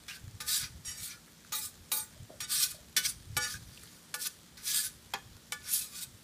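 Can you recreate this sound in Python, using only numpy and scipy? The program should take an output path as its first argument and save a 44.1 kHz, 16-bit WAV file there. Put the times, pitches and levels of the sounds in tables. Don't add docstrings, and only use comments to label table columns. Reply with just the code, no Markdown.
import sys
import numpy as np
from scipy import signal
from scipy.io import wavfile
from scipy.ndimage import uniform_filter1d

SR = 44100
rng = np.random.default_rng(int(sys.argv[2]) if len(sys.argv) > 2 else 0)


def output_pcm(signal):
    pcm = np.clip(np.atleast_2d(signal).T, -1, 1) * 32767
    wavfile.write(sys.argv[1], SR, np.round(pcm).astype(np.int16))


def amplitude_ratio(level_db):
    exponent = np.asarray(level_db, float) / 20
    return 10 ** exponent


N = 274743

BAND_EDGES_HZ = [2500, 7000]


def rms_one(x):
    return x / np.sqrt(np.mean(x ** 2) + 1e-20)


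def band(x, low_hz, high_hz):
    return signal.sosfilt(signal.butter(2, [low_hz, min(high_hz, .45 * SR)], "band", fs=SR, output="sos"), x)


def drift(rate_hz, shape, part=slice(None)):
    rows, count = shape
    r = np.exp(-128 * np.pi * rate_hz / SR)
    noise = rng.standard_normal((rows, count // 64 + 602))
    slow = signal.lfilter([1], [1, -2 * r, r * r], noise)[:, 600:]
    slow *= np.sqrt((1 - r * r) ** 3 / (1 + r * r))
    at = np.arange(count)[part] / 64
    return np.array([np.interp(at, np.arange(len(v)), v) for v in slow])


def grains(per_s, spread_db, smooth):
    sizes = amplitude_ratio(spread_db * np.minimum(rng.exponential(1, N), 5)) * rng.choice([-1, 1], N)
    clicks = rms_one(sizes * (rng.random(N) < per_s / SR))
    return rms_one(clicks + smooth * rng.standard_normal(N))


def coloured(sources, spectrum):
    hz, db = np.transpose(spectrum)
    edges = np.geomspace(hz[0], hz[-1], round(3 * np.log2(hz[-1] / hz[0])) + 1)
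    centres = np.sqrt(edges[1:] * edges[:-1])
    gains = amplitude_ratio(np.interp(np.log(centres), np.log(hz), db))
    bands = [gains[k] * band(sources[k % 2], edges[k], edges[k + 1]) for k in range(len(gains))]
    return centres, np.array(bands)


def rasping():
    # (frequency [Hz], level [dB per Hz])
    colour = [(530, -20), (900, -17.5), (1630, -17), (2860, -5), (3390, 5.5), (4790, 4), (10200, 6.5),
              (14700, 3), (15600, -12)]
    grit = [grains(5000, 2.0, smooth=0.31), grains(5000, 1.16, smooth=0.37)]
    rasp_hz, rasp = coloured(grit, colour)
    rasp = signal.sosfilt(signal.butter(4, 1050, "high", fs=SR, output="sos"), rasp)
    rasp_group = np.searchsorted(BAND_EDGES_HZ, rasp_hz)
    rasp /= np.array([np.std(rasp[rasp_group == g].sum(axis=0)) for g in rasp_group])[:, None]
    return grit, rasp, rasp_group


def scrape(contact, strokes, sings, lows_db, song, wander_db, least_hz, bend):
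    drop_db, roundness = 20, 1.5
    lows_lag, lows_tilt = 0.23, 0.44
    grit, rasp, rasp_group = contact
    hz, width, db = np.repeat(np.array(song, float).T, 2, axis=1)
    hz[1::2] *= 1 + rng.uniform(.015, .04, len(song)) * rng.choice([-1, 1], len(song))
    db[1::2] -= 5.0
    group = np.searchsorted(BAND_EDGES_HZ, hz)
    power = amplitude_ratio(2 * db) * width
    weight = np.sqrt(power / [power[group == g].sum() for g in group])
    r = np.exp(-np.pi * np.clip(1.1 * width, least_hz + hz / 150, 600) / SR)
    mode_gain = np.sqrt(sings * (1 - r ** 2) ** 3) / 2 * weight
    out, reach = np.zeros(N + SR), SR // 4
    for s, peak_db, swell_s, fade_s, highs_db in strokes:
        at = round(s * SR)
        first = -min(round(1.5 * swell_s * SR), reach)
        last = min(round((1.5 * fade_s + .05) * SR), reach, N - at)
        span, part = slice(at + first, at + last), slice(reach + first, reach + last)
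        t = np.arange(first, last) / SR
        spot = rng.integers(reach, N - reach)
        patch = slice(spot + first, spot + last)

        level_db = peak_db - drop_db * np.where(t < 0, -t / swell_s, t / fade_s) ** roundness
        bass_db = lows_db - lows_lag * np.maximum(level_db + 54.5, 0) - lows_tilt * highs_db
        judder_db = 1.37 * drift(79, (1, 2 * reach), part)
        push = amplitude_ratio(level_db + judder_db + [bass_db, 0 * t, highs_db + 0 * t])
        patches = amplitude_ratio(1.5 * drift(20, (len(rasp), 2 * reach), part))
        out[span] += np.sqrt(1 - sings) * np.sum(push[rasp_group] * patches * rasp[:, patch], axis=0)

        fed = amplitude_ratio(wander_db * drift(7.6, (len(hz), 2 * reach), part))
        fed_power = [np.sum((weight[:, None] * fed)[group == g] ** 2, axis=0) for g in range(3)]
        fed /= np.sqrt(np.array(fed_power) + 1e-9)[group]
        bent = np.minimum(hz * rng.normal(1, bend, len(hz)), 15300)
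        for k in range(len(hz)):
            drive = grit[k % 2][patch] * push[group[k]] * fed[k] + 1e-18
            b = [1, 0.047, -0.74]
            a = [1, -2 * r[k] * np.cos(2 * np.pi * bent[k] / SR), r[k] ** 2]
            out[span] += mode_gain[k] * signal.lfilter(b, a, signal.lfilter(b, a, drive))
    return out[:N]


def landings(hits, modes, crack_s, bass_db):
    out, t = np.zeros(N), np.arange(SR // 2) / SR
    for s, crack_db, low_db, high_db, free_s in hits:
        ring_db = [low_db + bass_db, low_db, high_db]
        crack = band(band(rng.standard_normal(len(t)), 620, 11200), 600, 13500)
        sound = 0.55 * crack * amplitude_ratio(-60 * t / crack_s)
        pressed = amplitude_ratio(-700 * np.maximum(t - free_s, 0)) * np.minimum(t / 0.0016, 1)
        looseness = free_s / .125
        for hz, db, t60 in modes:
            luck_db, bend, phase = rng.normal(0, 1), rng.normal(1, .002), rng.uniform(0, 2 * np.pi)
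            strength = amplitude_ratio(db + ring_db[np.searchsorted([1300, 2000], hz)] + luck_db)
            decay = amplitude_ratio(-60 * t / (t60 * looseness)) * pressed
            sound += strength * decay * np.sin(2 * np.pi * hz * bend * t + phase)
        at = round(s * SR)
        out[at:at + len(t)] += amplitude_ratio(crack_db) * sound[:N - at]
    return out


def puffs(events, spread, attack_s=0.0006):
    out, t = np.zeros(N), np.arange(SR // 4) / SR
    for s, db, hz, t60 in events:
        burst = rms_one(band(rng.standard_normal(len(t)), hz / spread, hz * spread))
        envelope = .5 * amplitude_ratio(db - 60 * t / t60) * np.minimum(t / attack_s, 1)
        at = round(s * SR)
        out[at:at + len(t)] += (envelope * burst)[:N - at]
    return out


def flat_blade(contact):
    # (time of most force [s], rubbing [dB], swell [s], fade [s], brightness [dB])
    strokes = [(0.16, -50, 0.105, 0.019, -4.5), (0.484, -36.5, 0.017, .08, 2.5),
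               (0.54, -31.5, 0.085, .11, 2), (0.641, -43, 0.05, 0.042, -18), (1.046, -45.5, 0.1, 0.09, 5.5),
               (1.111, -47, 0.045, 0.062, -10), (1.652, -45.5, 0.068, 0.045, 7.5),
               (2.524, -33.5, .04, 0.2, 2), (2.638, -30.5, 0.11, 0.03, 3),
               (2.718, -48.5, 0.038, 0.0078, 6.5), (3.062, -28, 0.037, 0.016, -4),
               (3.096, -39.5, 0.055, 0.03, 5), (3.52, -42, 0.15, 0.069, -1.5),
               (3.839, -59.5, 0.51, 0.35, -0.5), (4.228, -40.5, 0.047, 0.053, 5.5),
               (4.269, -32.5, 0.032, 0.013, 0.5), (4.689, -33.5, 0.058, .1, 1),
               (4.769, -31.5, 0.069, 0.074, 4.5), (4.857, -38.5, 0.051, 0.037, 4),
               (5.691, -45, 0.076, 0.05, -8.5), (5.755, -36, .09, 0.078, 8.5), (5.82, -44, 0.021, 0.076, 5),
               (5.989, -46, 0.12, 0.039, 1.5), (6.036, -41.5, 0.047, 0.017, 4.5)]
    # (time [s], rubbing [dB], fade [s], brightness [dB])
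    skids = [
        (0.083, -45, 0.088, -6.5),
        (0.404, -40.5, 0.034, 0.5),
        (2.405, -35.5, 0.027, 1),
        (2.966, -27, 0.047, -2),
        (4.143, -40, 0.027, 3.5),
        (4.572, -54.5, 0.086, -2),
        (5.137, -39, 0.033, -23.5),
        (5.522, -41.5, 0.029, 0.5),
    ]
    # (frequency [Hz], width [Hz], level [dB])
    song = [(1219, 14.5, 3), (1502, 33, 8), (1695, 21, 9.5), (2474, 66, 5), (3320, 23, -21), (3918, 180, 1),
            (4560, 510, 6.5), (5050, 42, 12), (5694, 370, 3), (6840, 66, 6), (7260, 61, 6), (8000, 33, 1),
            (8440, 910, 4), (9290, 73, 6.5), (10000, 300, 8.5), (10740, 150, -7.5), (12100, 14, -32),
            (12700, 44, -26), (14300, 130, -19), (13160, 51, -5), (15000, 170, -27)]
    # (time [s], crack [dB], ring under 2 kHz [dB re crack], above [dB re crack], time free [s])
    hits = [
        (0.0818, -33, -6.5, 2, 0.043),
        (0.403, -32, -6.5, -28, 0.22),
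        (2.4041, -28, -12.5, -9.5, 0.25),
    ]
    chops = [
        (2.9655, -12.5, -21, -10, 0.075),
        (2.9719, -14, -4, -2, 0.061),
    ]
    # (frequency [Hz], level [dB], t60 [s])
    ring = [(498, -22, 0.27), (864, -16.5, 0.23), (1214, -6, 0.18), (1500, -12.5, 0.23), (1780, -10, 0.15),
            (2260, -20, 0.39), (2996, -20, 0.41), (3450, -10, 0.12), (3620, -35, 0.12)]
    touches = [(s, db, .002, fade_s, highs_db) for s, db, fade_s, highs_db in skids]
    sound = scrape(contact, strokes, 0.53, -8.0, song, wander_db=8.0, least_hz=48.6, bend=0.016)
    sound += scrape(contact, touches, 0.3, -3.9, song, wander_db=5, least_hz=40.6, bend=0.017)
    sound += landings(hits, ring, crack_s=0.012, bass_db=-1.5)
    return sound + landings(chops, ring, crack_s=0.0072, bass_db=-20.0)


def edge_blade(contact):
    # (time of most force [s], rubbing [dB], swell [s], fade [s], brightness [dB])
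    strokes = [
        (1.523, -33, 0.0035, 0.066, -1.5),
        (1.549, -40, 0.013, 0.12, 6.5),
        (1.917, -41, 0.0024, 0.085, 13),
        (1.975, -40, 0.055, 0.069, 9.5),
    ]
    # (frequency [Hz], width [Hz], level [dB])
    song = [(858, 18, -11), (1217, 58, -1), (1387, 22.6, -2), (1737, 47, -5), (1920, 25, 0), (2370, 30, -4),
            (2420, 28, 7.5), (3785, 54, -6.5), (3700, 29, -17), (4160, 28, -9), (4340, 77, -6),
            (4770, 30, -8), (5060, 48, -21), (5350, 34, -5), (5800, 27, -17), (6020, 45, -6),
            (6530, 190, -8), (7400, 20, -17), (7570, 50, 0), (8460, 41, -8), (8730, 34, 6.5),
            (8800, 66, -12), (9560, 140, -7.5), (10520, 190, -4), (10900, 130, -14), (10860, 160, -7),
            (12530, 250, -3), (13400, 56, -4), (13800, 19, -13), (14800, 62, 5.5)]
    # (time [s], crack [dB], ring under 2 kHz [dB re crack], above [dB re crack], time free [s])
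    hits = [
        (0.848, -44, -17, -24, 0.21),
        (1.5224, -27.5, -14.5, -14, 0.087),
        (1.917, -23, -15, -13.5, 0.12),
    ]
    # (frequency [Hz], level [dB], t60 [s])
    ring = [(502, -7, 0.36), (867, -1.5, 0.73), (1209, 3.5, 0.11), (1465, -10.5, 0.78), (2347, -8, 0.35),
            (2460, -9, 0.17), (3750, -5, 0.32), (3900, 0.5, 0.12), (4420, -4.5, 0.42), (5230, -15, 0.39)]
    sound = scrape(contact, strokes, 0.88, -5.0, song, wander_db=7.5, least_hz=22.3, bend=0.0012)
    return sound + landings(hits, ring, crack_s=0.1, bass_db=-7.5)


def loose_blade(contact):
    # (time of most force [s], rubbing [dB], swell [s], fade [s], brightness [dB])
    strokes = [
        (0.851, -43, 0.0034, 0.099, 2),
        (0.885, -40.5, 0.043, 0.082, -3),
        (0.991, -50.5, .07, 0.066, -11),
        (2.437, -37, 0.036, 0.019, -5),
        (3.37, -29.5, 0.0033, 0.015, 3.5),
        (3.438, -32, 0.067, 0.043, -5.5),
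    ]
    # (frequency [Hz], width [Hz], level [dB])
    song = [(1226, 20, -10.5), (1450, 18, -10), (1810, 16, -2.5), (1944, 24, -5), (4800, 26, 2),
            (5400, 27, -7), (2304, 26, -2), (2620, 25, -1), (2940, 35, 1.5), (3700, 23, -17), (3743, 49, 5),
            (4730, 37, 9.5), (5670, 160, 5.5), (6320, 49, 1), (6690, 56, 8), (7500, 25, -13),
            (7500, 43, -5.5), (8240, 33, 1), (8780, 29, -8), (8600, 40, -5), (9200, 47, -35),
            (9800, 440, -15), (10300, 32, -2), (11400, 49, -8), (12000, 190, -37), (12500, 100, -23),
            (13500, 55, -27), (14100, 49, -22), (14800, 50, -34), (15200, 130, -28)]
    # (time [s], crack [dB], ring under 2 kHz [dB re crack], above [dB re crack], time free [s])
    hits = [
        (3.3671, -17, -13.5, -13, 0.11),
        (4.1409, -22.5, -16, -20, 0.067),
        (5.5214, -21, -18, -9.5, 0.051),
    ]
    # (frequency [Hz], level [dB], t60 [s])
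    ring = [(496, -10.5, 0.42), (845.2, -5, 0.33), (1190, 1, 0.33), (1456, -3.5, 0.92), (1730, -4.5, 0.99),
            (2275, -3.5, 0.23), (3030, -9, 0.27), (3440, -12, .25), (3820, -21, .2)]
    sound = scrape(contact, strokes, 0.97, -11.0, song, wander_db=-2.5, least_hz=23.7, bend=0.0019)
    return sound + landings(hits, ring, crack_s=0.049, bass_db=-2.0)


def corner_squeaks():
    # (time [s], level [dB], pitch [Hz], t60 [s])
    squeaks = [
        (0.1037, -28, 2820, 0.071),
        (1.1687, -47, 1300, 0.053),
        (3.048, -25, 2170, 0.056),
        (3.54, -34.5, 1600, 0.1),
    ]
    return puffs(squeaks, spread=1.04)


def griddle_plate():
    # (time [s], crack [dB], ring under 2 kHz [dB re crack], above [dB re crack], time free [s])
    drops = [
        (5.1367, -21, -20.5, -4, 0.1),
    ]
    # (frequency [Hz], level [dB], t60 [s])
    ring = [(797, -0.5, 0.2), (897, 3, 0.089), (1010, 3, 0.074), (1740, 2, 0.044), (2510, -12, 0.08),
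            (3240, 2, 0.036), (3350, -21, 0.025)]
    # (time [s], level [dB])
    bodies = [
        (1.521, -53),
        (1.916, -46),
        (2.295, -41.5),
        (2.968, -41.5),
        (3.368, -37),
        (5.141, -35.5),
    ]
    sound = landings(drops, ring, crack_s=0.028, bass_db=7.0)
    return sound + puffs([(s, db, 306, 0.12) for s, db in bodies], spread=1.63)


def fat_ticks():
    # (time [s], level [dB], pitch [Hz], t60 [s])
    ticks = [
        (1.279, -43, 1570, 0.022),
        (1.4476, -46, 1480, 0.024),
        (2.232, -42, 7500, 0.011),
        (3.834, -39, 9400, 0.03),
        (3.7748, -36.5, 3100, 0.023),
        (3.8344, -42, 1610, 0.028),
        (3.8741, -43, 3610, 0.026),
        (4.571, -44, 4070, 0.049),
        (5.6201, -42, 3750, 0.024),
    ]
    return puffs(ticks, spread=1.23)


def wooden_knocks():
    # (time [s], level [dB], pitch [Hz])
    knocks = [
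        (2.152, -50, 646),
        (2.293, -34.5, 605),
        (2.335, -41, 583),
        (2.741, -44, 610),
        (2.783, -51, 620),
    ]
    return puffs([(*row, 0.11) for row in knocks], spread=1.104, attack_s=0.0063)


def kitchen(x, t60, wet_db):
    t = np.arange(SR // 2) / SR
    tail = band(rng.standard_normal(len(t)), 190, 12000) * amplitude_ratio(-60 * t / t60) * (t > .004)
    return x + amplitude_ratio(wet_db) * signal.fftconvolve(x, tail / np.sqrt(np.sum(tail ** 2)))[:N]


def sizzle():
    # (frequency [Hz], level [dB per Hz])
    colour = [(150, 15), (250, -17), (302, -33), (318, -9), (398, -3.5), (465, -8), (506, -3.5), (561, -9),
              (1910, -7), (2510, -12), (3250, -6.5), (8230, -9.5), (15300, -17)]
    hz, pops = coloured([grains(4000, 7.9, smooth=1.23), grains(4000, 1.9, smooth=1.5)], colour)
    hiss = np.sum(pops * amplitude_ratio(.9 * drift(8, (len(hz), N))), axis=0)
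    return amplitude_ratio(-58) * rms_one(hiss)


def thuds():
    # (time [s], level [dB], pitch [Hz])
    steps = [(0.238, -35.5, 88), (0.273, -35, 112), (0.341, -42, 82), (0.62, -63, 123), (0.697, -47, 107),
             (0.798, -43, 110), (0.877, -42, 65.4), (2.201, -37.5, 108), (2.223, -35.5, 104),
             (3.269, -36.5, 90), (3.301, -33, 99), (3.327, -33.5, 94), (3.363, -30.5, 118), (3.55, -52, 99),
             (3.617, -43, 108), (3.719, -44, 131), (5.258, -42, 103), (5.309, -46, 65), (5.352, -43, 77)]
    out, t = np.zeros(N), np.arange(SR // 3) / SR
    for s, db, hz in steps:
        turns = hz * (t + 0.0019 * (1 - np.exp(-t / 0.029)))
        envelope = amplitude_ratio(db - 60 * t / .1) * (1 - np.exp(-t / 0.0023))
        at = round(s * SR)
        out[at:at + len(t)] += (envelope * np.sin(2 * np.pi * turns))[:N - at]
    return out


def rumble():
    # (time [s], level [dB])
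    course = [(0.0, -65.5), (0.71, -57.5), (1.47, -68.5), (2.34, -59), (2.9, -63), (3.52, -52),
              (3.82, -64.5), (4.51, -69), (5.34, -62), (6.23, -70.5)]
    # (frequency [Hz], level [dB rms])
    lines = [(70.0, -73.5), (231.5, -70), (296.1, -76.5)]
    t = np.arange(N) / SR
    low_db = np.interp(t, *np.transpose(course))
    deep = rms_one(band(rng.standard_normal(N), 50, 131))
    upper = rms_one(band(rng.standard_normal(N), 79, 345))
    hum = sum(np.sqrt(2) * amplitude_ratio(db) * np.sin(2 * np.pi * hz * t) for hz, db in lines)
    return amplitude_ratio(low_db + 3.9 * drift(9.8, (1, N))[0]) * deep + amplitude_ratio(-67.0) * upper + hum


def scene():
    contact = rasping()
    blade = flat_blade(contact) + edge_blade(contact) + loose_blade(contact) + corner_squeaks()
    near = blade + griddle_plate() + fat_ticks() + wooden_knocks()
    return (kitchen(near, t60=0.32, wet_db=-16.0) + sizzle() + rumble() + thuds())[None]


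def low_pass(x):
    return signal.sosfilt(signal.butter(12, 16480, fs=SR, output="sos"), x)


def record(dry):
    cutoff_hz = 15350
    kept = signal.sosfilt(signal.ellip(12, .5, 75, cutoff_hz, fs=SR, output="sos"), dry)
    top = signal.sosfilt(signal.butter(8, [cutoff_hz, 16500], "band", fs=SR, output="sos"), dry)
    power = uniform_filter1d(top ** 2, size=256)
    sudden = uniform_filter1d(1. * (power > 60 * np.roll(power, 512)), size=256)
    return low_pass(kept + amplitude_ratio(-20) * sudden * top)


dry = scene()
out = record(dry)
output_pcm(out)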